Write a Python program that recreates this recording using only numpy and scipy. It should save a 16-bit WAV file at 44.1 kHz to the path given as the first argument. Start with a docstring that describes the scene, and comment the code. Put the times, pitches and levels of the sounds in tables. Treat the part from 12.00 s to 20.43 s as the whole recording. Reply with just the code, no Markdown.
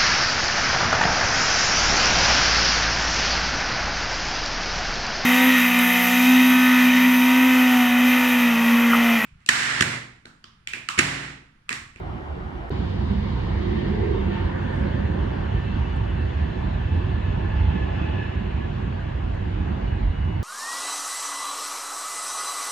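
"""Two airliners from an airport terrace

Scene one: a far airliner climbs away, a dull rumble of filtered noise with a faint hum. It ends in a click,
then a soft low thump as scene two sets in: a nearer one rolls by. Shaped noise makes its exhaust rumble
and roar and its intake hiss; tones with steady and scattered parts make a slowly sinking fan and two
turbine lines that whine above it. Patches, flutter and swells of level make it flicker in the moving air."""
import sys
import numpy as np
from scipy import signal
from scipy.fft import rfft, irfft, next_fast_len
from scipy.io import wavfile
from scipy.ndimage import uniform_filter1d, map_coordinates

SR = 44100
rng = np.random.default_rng(int(sys.argv[2]) if len(sys.argv) > 2 else 0)


def log_audio(samples):
    """Write samples as a 16-bit WAV file to the path given in sys.argv[1]."""
    # one column per channel
    frames = np.atleast_2d(samples).T
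    # limit to full scale, then quantise
    limited = np.clip(frames, -1, 1)
    pcm = np.round(limited * 32767).astype(np.int16)
    wavfile.write(sys.argv[1], SR, pcm)


N = 371763
TIME = np.arange(N) / SR


def amp(db):
    """Decibels to gain."""
    return 10 ** (np.asarray(db) / 20)


def unit(x):
    """Scaled to rms 1."""
    return x / np.sqrt(np.mean(x ** 2) + 1e-20)


def along(points, hz):
    """(freq_hz, value) points interpolated on a log frequency axis."""
    freq_hz, value = np.transpose(points)
    return np.interp(np.log(hz + 1), np.log(freq_hz + 1), value)


def shaped(spectrum):
    """Gain function of a (freq_hz, gain_db) table."""
    return lambda hz: amp(along(spectrum, hz))


def wobble(knots_per_s):
    """Smooth random curve through normally distributed knots."""
    knots = rng.standard_normal(int(N * knots_per_s / SR) + 4)
    return map_coordinates(knots, [TIME * knots_per_s], mode="nearest")


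def bump(centre_s, half_length_s, order=2):
    """Swell of height 1; a higher order flattens its top."""
    return np.exp(-.5 * np.abs((TIME - centre_s) / half_length_s) ** order)


def filtered(x, response):
    """x through a frequency response, by zero-padded FFT."""
    size = next_fast_len(N + 8192)
    freq_hz = np.fft.rfftfreq(size, 1 / SR)
    return irfft(rfft(x, size) * response(freq_hz), size)[..., :N]


# runway noise at the microphone pair: freq_hz, likeness (left-right correlation), left_lead_rad
RUNWAY_IMAGE = [(40, 0.999, -0.12), (130, 0.996, -0.27), (260, 0.91, -0.41), (310, 0.56, -0.43),
                (340, 0.17, -0.41), (350, 0.05, 1.75), (480, 0.49, 2.58), (550, 0.61, 2.46),
                (650, 0.77, 3.17), (780, 0.4, 3.31), (850, 0.28, 1.35), (930, 0.37, 1.24),
                (1060, 0.06, 2.29), (1160, 0.07, 2.15), (1270, 0.34, 3.17), (1450, 0.34, 5.48),
                (1730, 0.84, 6.2), (1970, 0.07, 6.56), (2060, 0.11, 4.57), (2350, 0.32, 4.72),
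                (2560, 0.68, 5.39), (2680, 0.57, 5.5), (2930, 0.54, 6.88), (3340, 0.18, 7.28),
                (3490, 0.14, 9.9), (3650, 0.4, 10.89), (4550, 0.2, 13.62), (8060, 0.09, 12.6)]
# runway balance: freq_hz, left_minus_right_db
RUNWAY_PAN = [(60, -2.5), (97, -3), (160, -3.5), (260, -8.5), (410, -5.5), (670, 2), (1090, -0.5),
              (1770, 0.0), (2870, 0), (4650, -1)]


def turbulence(colour, image=RUNWAY_IMAGE, pan=RUNWAY_PAN):
    """Stereo noise of rms 1: many random eddies, coloured, partly alike at the two microphones."""
    image = np.array(image)

    def mid_side_gain(hz):
        angle = np.arccos(np.clip(along(image[:, :2], hz), -1, 1)) / 2
        return colour(hz) * [np.cos(angle), np.sin(angle)]

    def left_right_gain(hz):
        lean = amp(np.outer([.5, -.5], along(pan, hz)))
        lead = np.exp(1j * np.outer([.5, -.5], along(image[:, ::2], hz)))
        return lead * lean / np.linalg.norm(lean, axis=0)

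    mid, side = filtered(rng.standard_normal((2, N)), mid_side_gain)
    return unit(filtered(np.array([mid + side, mid - side]), left_right_gain))


def band(centre_hz, width_hz):
    """Runway noise of rms 1 through one resonance; gain is 1/4 at width_hz from the centre."""
    return turbulence(lambda hz: 1 / (1 + ((hz - centre_hz) / width_hz) ** 2) ** 2)


def through_air(x, patchy_db):
    """Eddies on the way focus and scatter sound in short time-frequency patches, alike at both microphones."""
    z = signal.stft(x, nperseg=1024)[2]
    field = rng.standard_normal(z.shape[1:])
    field = uniform_filter1d(field, size=9, axis=0)
    field = uniform_filter1d(field, size=6, axis=1)
    patches = z * amp(patchy_db * unit(field))
    return unit(signal.istft(patches, nperseg=2 * (len(field) - 1))[1][:, :N])


def tone(hz, knots_per_s, direct):
    """Line of rms 1: steady direct part plus random scatter that partly differs at each microphone."""
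    own = np.array([wobble(knots_per_s) + 1j * wobble(knots_per_s) for _ in range(2)])
    shared = wobble(knots_per_s) + 1j * wobble(knots_per_s)
    scattered = shared + 0.9 * own
    swing = (direct + scattered) / np.hypot(direct, np.std(scattered))
    carrier = np.exp(2j * np.pi * np.cumsum(hz * np.ones(N)) / SR)
    return unit((swing * carrier).real)


# better carriage of engine sound by the air: centre_s, half_length_s, surge_db (before each sound's share)
SURGES = [(2.7, 0.41, 1.5), (5.923, 0.29, 4), (7.732, 0.22, 3)]


def passing_db(turn_s, turn_db, rise_db_per_s, fall_db_per_s, share):
    """Level with one slope before turn_s, another after (negative values reverse), plus a share of the surges."""
    surge_db = sum(db * bump(s, length) for s, length, db in SURGES)
    before_s = np.maximum(turn_s - TIME, 0)
    after_s = np.maximum(TIME - turn_s, 0)
    return turn_db - rise_db_per_s * before_s - fall_db_per_s * after_s + share * surge_db


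# microphone hiss colour: freq_hz, relative_gain_db
FLOOR_COLOUR = [(500, -2.5), (5000, 5), (8000, -1), (10000, -3), (12000, -12.5), (15000, -12.5)]


def microphone_hiss():
    """Faint steady broadband noise of the microphones."""
    return amp(-72) * turbulence(shaped(FLOOR_COLOUR))


# handling ticks and rustles: centre_s, half_length_s, level_db (before flutter)
TOUCHES = [(2.77, .06, -74), (3.964, .003, -66), (7.345, .008, -75)]


def handling():
    """Fingers tick and rustle: short fluttering bursts of high noise."""
    touch = sum(amp(db) * bump(s, length) for s, length, db in TOUCHES)
    return touch * amp(2.5 * wobble(90)) * band(7900, width_hz=1900)


CUT_S, RESUME_S = .696, .704
CLICK_DB, CLICK_DECAY_S = -34, .0004
THUMP_HZ, THUMP_DB, THUMP_DECAY_S = 400, -21, .005


def click_and_thump():
    """Sharp decaying pulse as scene one ends, then a soft low thump (decaying sine) as scene two sets in."""
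    def decay(start_s, decay_s):
        return (TIME >= start_s) * np.exp(-np.abs(TIME - start_s) / decay_s)

    click = amp(CLICK_DB) * decay(CUT_S, CLICK_DECAY_S)
    thump = np.sin(2 * np.pi * THUMP_HZ * (TIME - RESUME_S))
    return click + amp(THUMP_DB) * decay(RESUME_S, THUMP_DECAY_S) * thump


# far jet colour: freq_hz, relative_gain_db
FAR_COLOUR = [(20, -35), (32, -18), (45, -4), (68, 2.5), (110, -9), (160, -11), (250, -16.5), (360, -15),
              (530, -23), (760, -19), (1020, -22.5), (1300, -23), (1680, -31), (1860, -29.5), (2350, -34),
              (2530, -40), (2900, -37), (3750, -43.5), (4600, -50.5), (6000, -59), (8000, -69),
              (10000, -71), (14000, -78)]
# far jet at the microphone pair: freq_hz, likeness (left-right correlation), left_lead_rad
FAR_IMAGE = [(100, 0.994, -0.25), (190, 0.92, -0.1), (270, 0.59, 0.4), (370, 0.8, 1.84), (460, 0.75, 1.74),
             (650, 0.28, 3.79), (720, 0.25, 5.7), (1210, 0.51, 9.39), (1580, 0.43, 8.83),
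             (3650, 0.21, 10.69), (3980, 0.32, 12.69)]
# far jet balance: freq_hz, left_minus_right_db
FAR_PAN = [(60, -3.5), (160, -4), (260, -11), (670, 8.5), (1100, -1)]
FAR_HUM_HZ, FAR_HUM_DB = 368, (-52, -55.5)  # hum and its octave


def far_airliner():
    """Departing jet: noise dulled by distance and patchy from the air, plus a faint hum and octave."""
    noise = turbulence(shaped(FAR_COLOUR), FAR_IMAGE, FAR_PAN)
    roar = amp(-30.5) * through_air(noise, patchy_db=1.54)
    hum = sum(amp(db) * tone(k * FAR_HUM_HZ, knots_per_s=22, direct=2.5)
              for k, db in enumerate(FAR_HUM_DB, 1))
    return roar + hum


# swelling bands, hollow below, rasping above; the one at 3750 Hz is a faint early fan overtone:
# centre_s, half_length_s, freq_hz, width_hz, level_db
RESONANCES = [(1.123, 0.14, 203, 26, -29.5), (1.74, 0.16, 350, 56, -30.5), (2.05, 0.16, 387, 103, -29.5),
              (2.35, 0.22, 346, 30, -35), (1.795, .17, 211, 31, -30), (2.32, 0.19, 199, 35, -32),
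              (2.896, .13, 181, 95, -28), (3.19, 0.2, 400, 110, -37.5), (1.4, .5, 1100, 440, -49.5),
              (2.55, 0.32, 980, 180, -48.5), (2.797, 0.39, 1560, 360, -45.5),
              (1.86, 0.38, 2050, 410, -48.5), (5.75, 0.074, 150, 77, -34), (5.85, 0.93, 2710, 760, -50),
              (1.2, 1, 3750, 150, -59)]
FLUTTER_DB, FLUTTER_KNOTS_PER_S = 1.8, 17


def resonances():
    """Bands of noise swell, overlap and flutter, most of them in the roar, one a faint fan overtone."""
    out = np.zeros((2, N))
    for s, length, hz, width_hz, db in RESONANCES:
        level_db = db + FLUTTER_DB * wobble(FLUTTER_KNOTS_PER_S)
        out += amp(level_db) * bump(s, length) * band(hz, width_hz)
    return out


# hollow ring that climbs as the aircraft moves: time_s, freq_hz, level_db
RING = [(.7, 465.5, -48.5), (1.5, 477.7, -46), (2.3, 510, -45), (2.9, 551.7, -40), (3.25, 562.3, -43.5),
        (3.6, 578.2, -58), (4.4, 629.8, -51.5), (5.8, 634, -50), (8.4, 636, -56)]


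def climbing_ring():
    """Narrow band of the roar, reinforced by a reflection, slides upwards by frequency shift and flutters."""
    s, hz, db = np.transpose(RING)
    shift_hz = np.interp(TIME, s, hz) - hz.mean()
    shift = np.exp(2j * np.pi * np.cumsum(shift_hz) / SR)
    noise = signal.hilbert(band(hz.mean(), width_hz=75), next_fast_len(N))[:, :N]
    level_db = np.interp(TIME, s, db) + FLUTTER_DB * wobble(FLUTTER_KNOTS_PER_S)
    return amp(level_db) * (noise * shift).real


# intake noise colours: freq_hz, relative_gain_db
RUSH_COLOUR = [(310, -35.5), (520, -3), (650, 1.5), (801, 0), (867, -3.5), (945, -0.5), (1110, -3),
               (1300, -6.5), (1620, -6.2), (1720, -8), (1870, -7.5), (2260, -10.5), (2410, -13.5),
               (2640, -14.5), (3400, -19), (4420, -46.5), (7480, -120)]
HISS_COLOUR = [(1700, -35), (2900, -4), (3500, -7.5), (4100, -9), (5000, -17.5), (5800, -24.5),
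               (6700, -23.5), (7800, -35), (10000, -49), (15000, -59)]
# intake levels: turn_s, turn_db, rise_db_per_s, fall_db_per_s, surge_share
RUSH_PASS = (2.5, -37, 1.24, 0.63, 0.52)
HISS_PASS = (5, -53.5, -0.3, 1, 0.52)
# brighter gusts: centre_s, half_length_s, level_db
RASPS = [(.88, 0.16, -55), (1.828, 0.095, -46.5), (2.36, 0.059, -43.5), (3.649, 0.18, -56)]
SIZZLE_DB, SIZZLE_END_S, SIZZLE_RELEASE_S = -56, 2.53, 0.72


def intake():
    """Air torn by the fan blades: rush, thinner hiss, a sizzle that holds then dies away, gusts of rasp."""
    flutter_db = 0.22 * wobble(15)
    rush = through_air(turbulence(shaped(RUSH_COLOUR)), patchy_db=1.53)
    rush = amp(passing_db(*RUSH_PASS) + flutter_db) * rush
    hiss = through_air(turbulence(shaped(HISS_COLOUR)), patchy_db=2.0)
    hiss = amp(passing_db(*HISS_PASS) + flutter_db) * hiss
    sizzle_fade = np.clip((SIZZLE_END_S - TIME) / SIZZLE_RELEASE_S, 0, 1)
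    sizzle = amp(SIZZLE_DB) * sizzle_fade * band(4140, width_hz=1400)
    rasp_gain = sum(amp(db) * bump(s, length) for s, length, db in RASPS)
    rasp = rasp_gain * band(2720, width_hz=1400)
    return rush + hiss + sizzle + rasp


# blade harmonics 1-4: line_db, skirt_db (relative)
FAN_ORDERS = [(1, -3.5), (2, -2), (-6, -4.5), (-13.5, -10)]
# level of harmonic 1, then of the overtones: turn_s, turn_db, rise_db_per_s, fall_db_per_s, surge_share
FAN_PASS = (2, -54.5, 4, 1.6, 2)
OVERTONE_PASS = (6, -54.5, 1.5, 7, 0.23)
# brief flares and dips: centre_s, half_length_s, harmonic_1_db, harmonic_2_db, harmonic_3_db, harmonic_4_db
FLARES = [(1.1, .25, 4, 0, -2.5, 3), (1.46, .09, 6, 0, 0, 2), (1.76, .06, 2, 6, 0, 8),
          (2.19, .04, 1, 0, 5, 14), (2.34, .06, 6, 9, 5, 3), (2.72, .043, 2, 13, -3, 0),
          (3.1, .12, -2, 5, 0, 2), (3.58, .04, 0, 6, 3, 4), (4.96, .08, 9, 2, 2, 2),
          (5.29, .07, 8, 6, 4, 2), (5.53, .05, 4, 5, 1, 2), (5.65, .05, 10, -2, 4, 4),
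          (5.81, .055, 2, 10, 4, 1), (6.06, .07, 6, 3, 7, 7), (6.21, .05, -1, 11, 6, 0),
          (6.39, .04, -5, 6, -2, 0), (6.63, .03, 0, 11, -2, 3), (6.92, .08, 0, 4, 2, 5),
          (7.62, .055, 6, 7, 13, 5), (7.8, .06, 5, 3, 0, 3), (7.98, .035, 0, 3, 13, 0)]
FAN_START_HZ, FAN_END_HZ, FAN_SINK_S = 930, 800, 6.8  # the end pitch is only approached


def fan():
    """Blade-rate harmonics with turbulent skirts glide down; each flickers and flares on its own."""
    sink = np.exp(-(TIME - RESUME_S) / FAN_SINK_S)
    blade_hz = FAN_END_HZ + (FAN_START_HZ - FAN_END_HZ) * sink
    blade_hz = blade_hz * (1 + 0.0014 * wobble(8))
    flares_db = sum(np.outer(dbs, bump(s, length)) for s, length, *dbs in FLARES)
    out = np.zeros((2, N))
    for k, ((line_db, skirt_db), flare_db) in enumerate(zip(FAN_ORDERS, flares_db), 1):
        line = amp(line_db) * tone(k * blade_hz, knots_per_s=38, direct=1.8)
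        skirt = amp(skirt_db) * tone(k * blade_hz, knots_per_s=101.0, direct=0)
        level_db = passing_db(*(FAN_PASS if k == 1 else OVERTONE_PASS))
        out += amp(level_db + flare_db + 0.44 * wobble(15)) * (line + skirt)
    return out


# steady turbine lines: freq_hz
TURBINE_HZ = [2663, 2911]
# per turbine line: line_db, skirt_db_at_direct_2 (relative)
TURBINE_PARTS = [(-3.5, -4.5), (-2.5, -7.5)]
# whine lobes sweeping the terrace: centre_s, half_length_s, line_1_boost_db, line_2_boost_db
LOBES = [(3.85, .42, 11, 12.5), (3.68, .04, 5, 2), (4.3, .12, 7, 2), (5.65, .55, 10, 9), (6.33, .2, 12, 10),
         (7.65, .12, 10, 8), (7.92, .065, 8, 15), (8.26, .13, 12, 18)]
# whine clears as the engines turn towards the terrace: time_s, direct (amplitude)
WHINE_CLARITY = [(3.5, 2), (6.3, 3), (8, 6)]
# whistle level: turn_s, turn_db, rise_db_per_s, fall_db_per_s, surge_share
WHISTLE_PASS = (4.9, -86, 5, 1.7, 0)
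BETWEEN_LOBES_DB, WHISTLE_HZ = -68, 6828


def turbine():
    """Two fixed-pitch lines come and go in lobes, rough then clear; a thin whistle lies above."""
    lobes_db = sum(np.outer(dbs, bump(s, length, order=4)) for s, length, *dbs in LOBES)
    levels_db = BETWEEN_LOBES_DB + lobes_db
    direct = np.interp(TIME, *np.transpose(WHINE_CLARITY))
    out = amp(passing_db(*WHISTLE_PASS)) * tone(WHISTLE_HZ, knots_per_s=25, direct=2)
    for hz, level_db, (line_db, skirt_db) in zip(TURBINE_HZ, levels_db, TURBINE_PARTS):
        line = amp(line_db) * tone(hz, knots_per_s=30, direct=direct)
        skirt = amp(skirt_db) * 2 / direct * tone(hz, knots_per_s=158.2, direct=0)
        out += amp(level_db + wobble(11)) * (line + skirt)
    return out


# exhaust noise colours: freq_hz, relative_gain_db
RUMBLE_COLOUR = [(18, -33.5), (25, -25.5), (33, -16), (43, -4), (55, 1), (73, 4), (98, 1), (112, -3.5),
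                 (135, -8), (170, -15.5), (260, -49), (400, -100)]
ROAR_COLOUR = [(90, -26.5), (130, -7.5), (160, -6), (195, -4.5), (275, -12), (335, -10.5), (370, -9.5),
               (420, -16.5), (500, -19), (650, -34.5), (900, -51.5), (1500, -100)]
# roar level: turn_s, turn_db, rise_db_per_s, fall_db_per_s, surge_share
ROAR_PASS = (2.5, -31, -0.2, 0.53, 0.62)
# rumble swells and dips: centre_s, half_length_s, change_db
RUMBLE_SWELLS = [(1.1, 0.11, 0.5), (3.949, 0.51, 2.8), (4.533, 0.036, -5.5), (5.297, 0.36, 4),
                 (5.649, 0.078, 2), (7.0, 0.079, -1.5)]
# deep booms: centre_s, half_length_s, level_db
BOOMS = [(2.204, 0.23, -32), (3.804, .2, -33), (7.334, 0.18, -28), (7.996, 0.16, -26)]
RUMBLE_DB = -25.5  # between swells


def exhaust():
    """Large jet eddies rumble with a light throb and a few deep booms; smaller ones roar."""
    rumble_db = RUMBLE_DB + sum(db * bump(s, length) for s, length, db in RUMBLE_SWELLS)
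    rumble = amp(rumble_db + 0.25 * wobble(22)) * turbulence(shaped(RUMBLE_COLOUR))
    roar = through_air(turbulence(shaped(ROAR_COLOUR)), patchy_db=1.5)
    roar = amp(passing_db(*ROAR_PASS)) * roar
    boom_gain = sum(amp(db) * bump(s, length) for s, length, db in BOOMS)
    booms = boom_gain * band(47.6, width_hz=10)
    return rumble + booms + roar


# drifting bearing of the rolling airliner: time_s, left_lag_ms
BEARING = [(.7, .11), (2.2, .07), (4.3, 0), (6.3, -.03), (8.4, -.02)]


def panned(pair):
    """As the bearing drifts, sound reaches one microphone slightly sooner than the other."""
    lag_samples = np.interp(TIME, *np.transpose(BEARING)) * SR / 1000
    return np.array([map_coordinates(x, [np.arange(N) - half * lag_samples], mode="nearest")
                     for x, half in zip(pair, (.5, -.5))])


def near_airliner():
    """All engine sounds of the rolling aircraft, on its drifting bearing."""
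    return panned(resonances() + climbing_ring() + intake() + fan() + turbine() + exhaust())


def scene():
    """Two scenes over faint microphone hiss, 8 ms apart, with the click in the gap."""
    floor = microphone_hiss()
    first = np.clip((CUT_S - TIME) / .001, 0, 1) * (far_airliner() + floor)
    second = np.clip((TIME - RESUME_S) / .003, 0, 1) * (near_airliner() + floor + handling())
    return first + click_and_thump() + second


TOP_HZ = 15100


def record(dry):
    """Sharp band limit: nothing passes from TOP_HZ up."""
    return filtered(dry, lambda hz: hz < TOP_HZ)


dry = scene()
out = record(dry)
log_audio(out)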